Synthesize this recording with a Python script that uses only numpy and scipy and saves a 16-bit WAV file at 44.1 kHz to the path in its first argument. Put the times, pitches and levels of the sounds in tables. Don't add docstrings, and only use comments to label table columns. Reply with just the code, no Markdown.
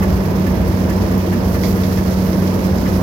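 import sys
import numpy as np
from scipy import signal
from scipy.fft import rfft, irfft
from scipy.io import wavfile

SR = 44100
rng = np.random.default_rng(int(sys.argv[2]) if len(sys.argv) > 2 else 0)


def int16_out(signal):
    q = np.round(np.clip(np.atleast_2d(signal).T, -1, 1) * 32767)
    wavfile.write(sys.argv[1], SR, q.astype(np.int16))


N = 133182
T = np.arange(N) / SR
BIN_HZ = np.arange(N // 2 + 1) * SR / N
CRANK_HZ = 29.8
FEED_LAG_S = 0.00026

# f/Hz, left level/dB, right level/dB
CRACKLE_SPECTRUM = [(800, -85, -96), (1980, -72.5, -70.5), (3680, -83, -74.5), (5300, -86, -68.5),
                    (6650, -92, -74.5), (8060, -95, -84), (9070, -83, -80.5), (11020, -84, -79.5),
                    (12370, -85.5, -72), (15500, -94, -76.5)]


def from_db(db):
    return 10 ** (np.asarray(db) / 20)


def in_time(rows):
    return np.interp(T, *np.transpose(rows))


def over_hz(rows):
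    hz, *columns = np.transpose(rows)
    log_bins = np.log(np.maximum(BIN_HZ, 1))
    return np.array([np.interp(log_bins, np.log(hz), column) for column in columns])


def drift(rate_hz):
    step, settle = 40, 2000
    pole = np.exp(-2 * np.pi * rate_hz * step / SR)
    noise = rng.standard_normal(N // step + settle + 2)
    slow = signal.lfilter([1], [1, -2 * pole, pole * pole], noise)[settle:]
    return np.interp(np.arange(N) / step, np.arange(len(slow)), slow / slow.std())


def colour(white, spectrum):
    return irfft(rfft(white) * from_db(over_hz(spectrum)), N) * np.sqrt(SR / 2)


def split(x, hz):
    low = irfft(rfft(x) / (1 + (BIN_HZ / hz) ** 10), N)
    return low, x - low


def burst(start, attack_s, hold_s, decay_s):
    age = T - start
    return np.clip(age / attack_s, 0, 1) * np.exp(-np.clip((age - attack_s - hold_s) / decay_s, 0, 20))


def grains(per_s=4000, spread_db=3.5, click_share=0.38, likeness=0.27):
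    sizes = from_db(spread_db * np.minimum(rng.exponential(1, (3, N)), 5))
    clicks = sizes * rng.choice([-1, 1], (3, N)) * (rng.random((3, N)) < per_s / SR)
    hiss = np.sqrt(1 - click_share) * rng.standard_normal((3, N))
    left, right, both = np.sqrt(click_share) * clicks / clicks.std() + hiss
    shared = np.array([np.interp(T - FEED_LAG_S, T, both), both])
    return np.sqrt(1 - likeness) * np.array([left, right]) + np.sqrt(likeness) * shared


def bright_crackle(above_hz):
    highpass = signal.butter(4, above_hz, "high", fs=SR, output="sos")
    return signal.sosfilt(highpass, colour(grains(), CRACKLE_SPECTRUM))


def steel(force, modes):
    ringing = 0
    for k, (hz, width, db) in enumerate(modes):
        radius = np.exp(-np.pi * width / SR)
        forward = np.sqrt((1 - radius ** 2) / 2) * np.array([1, 0, -1])
        feedback = [1, -2 * radius * np.cos(2 * np.pi * hz / SR), radius ** 2]
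        ringing += (-1) ** k * from_db(db) * signal.lfilter(forward, feedback, force)
    return ringing


def tone(turns, db):
    wobble_turns = 0.035 * drift(rate_hz=9)
    amplitude = np.sqrt(2) * from_db(db + 0.73 * drift(rate_hz=11))
    return amplitude * np.sin(2 * np.pi * (turns + wobble_turns + rng.random()))


def engine():
    # multiple of the crank rate, level/dB
    orders = [(2, -30.5), (4, -36), (5, -60), (7, -35.5)]
    return sum(tone(k * CRANK_HZ * T, db) for k, db in orders)


def housing(feed_above_hz=1100):
    # f/Hz, left level/dB, right level/dB
    roar_spectrum = [(22, -77, -77), (32, -66, -66), (49.3, -45.5, -56.5), (71, -41, -38.5),
                     (97, -46, -47.5), (127, -50, -49), (159.5, -47.5, -40), (234, -45, -41.5),
                     (299, -49.5, -47.5), (318.6, -43.5, -44.5), (416, -50, -52.5), (472, -49, -49),
                     (530, -56.5, -49.5), (646, -57, -48), (652, -59.5, -53), (800, -58.5, -60.5),
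                     (897, -62.5, -54.5), (1280, -67.5, -62), (1800, -72.5, -65.5), (2110, -75, -70),
                     (2700, -95.5, -75), (5000, -84, -90), (9000, -105, -100)]
    # f/Hz, correlation
    likeness = [(100, 1), (210, 0.94), (300, 0.75), (450, 0.99), (690, 0.35), (850, 0.71), (1100, 0.27),
                (1400, 0.26), (3000, 0.21)]
    alike = over_hz(likeness)
    mid, side = rfft(rng.standard_normal((2, N)))
    pair = np.sqrt((1 + alike) / 2) * mid + np.sqrt((1 - alike) / 2) * side * [[1], [-1]]
    lag_s = FEED_LAG_S * (BIN_HZ > feed_above_hz) * [[1], [0]]
    white = irfft(pair * np.exp(-2j * np.pi * BIN_HZ * lag_s), N)
    throb = 1 + 0.077 * np.sin(2 * np.pi * CRANK_HZ * T)
    churn = from_db(0.59 * drift(rate_hz=25.2))
    return colour(white * throb * churn, roar_spectrum)


def sieve():
    # t/s, knock level/dB, pod level/dB (both relative)
    strokes = [(.021, -1.5, 0.5), (.235, -10, -8), (0.461, -5, -3), (.672, -17, -1), (0.891, -4.5, 1),
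               (1.107, -7, -4), (1.322, -1.5, -1.5), (1.539, -3.5, -4), (1.760, -8, -12), (1.97, -7, -7),
               (2.414, -8, -5), (2.634, -12, -2), (2.856, -1, -13)]
    # f/Hz, width/Hz, level/dB
    frame_modes = [(1140, 71, -31), (1480, 180, -36.5), (1734, 40, -30), (2003, 270, -31.5),
                   (2870, 620, -38)]
    knocks = pods = 0
    for t, knock_db, pod_db in strokes:
        knocks += from_db(knock_db) * burst(t, attack_s=0.0012, hold_s=0.018, decay_s=0.017)
        pods += from_db(pod_db + 3.5) * burst(t + 0.0041, attack_s=0.0012, hold_s=0.0069, decay_s=0.013)
    chatter = steel(knocks * grains(), frame_modes) * from_db([[-4], [0]])
    return chatter + pods * bright_crackle(above_hz=5900)


def cracks():
    # t/s, relative level/dB, decay/s
    hits = [(1.635, 4.5, 0.0018), (1.641, -3.5, 0.03), (1.834, -6, 0.021), (1.972, -7, 0.011),
            (2.33, -8.5, 0.015), (2.473, -9, 0.015), (2.782, -8.5, 0.011)]
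    # f/Hz, width/Hz, level/dB
    cover_modes = [(2050, 270, -24.5), (2780, 960, -33), (3310, 460, -28.5), (5090, 1100, -25),
                   (6630, 930, -31)]
    force = sum(from_db(db) * burst(t, attack_s=0.00033, hold_s=0.00067, decay_s=decay)
                for t, db, decay in hits)
    return steel(force * grains(), cover_modes) * from_db([[-10.5], [0]])


def vines():
    # t/s, relative level/dB
    stalk_level = [(0, -1), (.7, -3), (.9, -0.3), (1.25, -1.7), (1.58, 1), (1.66, 4), (1.74, 0), (2.1, 1),
                   (2.28, 0), (2.42, 0), (2.65, 0), (3.02, 1)]
    # t/s, relative level/dB
    leaf_level = [(0, 0), (.6, -2.2), (.85, -0.5), (1.42, -1.5), (1.51, 4), (1.6, 2.5), (1.69, 6),
                  (1.78, 1.5), (2, 2), (2.17, 0.5), (2.32, 2), (2.6, 0), (2.85, 0.5), (3.02, 3)]
    # t/s, relative level/dB
    stem_snaps = [(.358, 1), (.466, 3), (1.178, 9.5), (1.677, 5), (1.763, 7), (2.657, 7), (2.893, 6)]
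    crackle = colour(grains(), CRACKLE_SPECTRUM)
    clumps = from_db(1.15 * drift(rate_hz=30))
    coarse, leaves = split(crackle * clumps, hz=7640)
    crunch, stalks = split(coarse, hz=3840)
    stalks *= from_db(in_time(stalk_level) - 0.5)
    leaves *= from_db(in_time(leaf_level) - 0.9)
    snaps = sum(from_db(db) * burst(t, attack_s=0.001, hold_s=0.0026, decay_s=0.0037)
                for t, db in stem_snaps)
    return crunch + stalks + leaves + snaps * bright_crackle(above_hz=13000)


def drum(drone_db=-19.5):
    # t/s, f/Hz
    pitch = [(0, 187.9), (1.2, 187), (1.65, 186.5), (3.02, 186.4)]
    # multiple of the drone pitch, level/dB relative to the drone
    partials = [(1/5, -24), (2/5, -15.5), (1/2, -3), (3/5, -17.5), (4/5, -18), (1, 0), (17/10, -21.5),
                (19/10, -22.5)]
    turns = np.cumsum(in_time(pitch)) / SR
    return sum(tone(k * turns, drone_db + db) for k, db in partials) * from_db([[-0.4], [0.4]])


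def scene():
    # t/s, relative level/dB
    rumble_level = [(0, 2), (.16, 7), (.31, -4), (.48, 2.5), (1.1, 1.5), (1.28, -7), (1.48, 1.5),
                    (1.88, -1.5), (2.12, 1.5), (2.48, -4), (2.66, 2), (2.79, -1), (2.95, 4)]
    # t/s, relative level/dB
    roar_level = [(0, 0), (.85, -0.3), (1.12, 1), (1.25, -1.5), (1.4, -0.1), (1.95, -1), (2.48, 0.3),
                  (2.62, -.8), (3.02, 1)]
    rumble, roar = split(engine() + housing(), hz=90)
    body = rumble * from_db(in_time(rumble_level)) + roar * from_db(in_time(roar_level))
    return drum() + body + vines() + sieve() + cracks()


def record(dry, cutoff_hz=15950):
    return signal.sosfilt(signal.ellip(14, 0.1, 90, cutoff_hz, fs=SR, output="sos"), dry)


dry = scene()
out = record(dry)
int16_out(out)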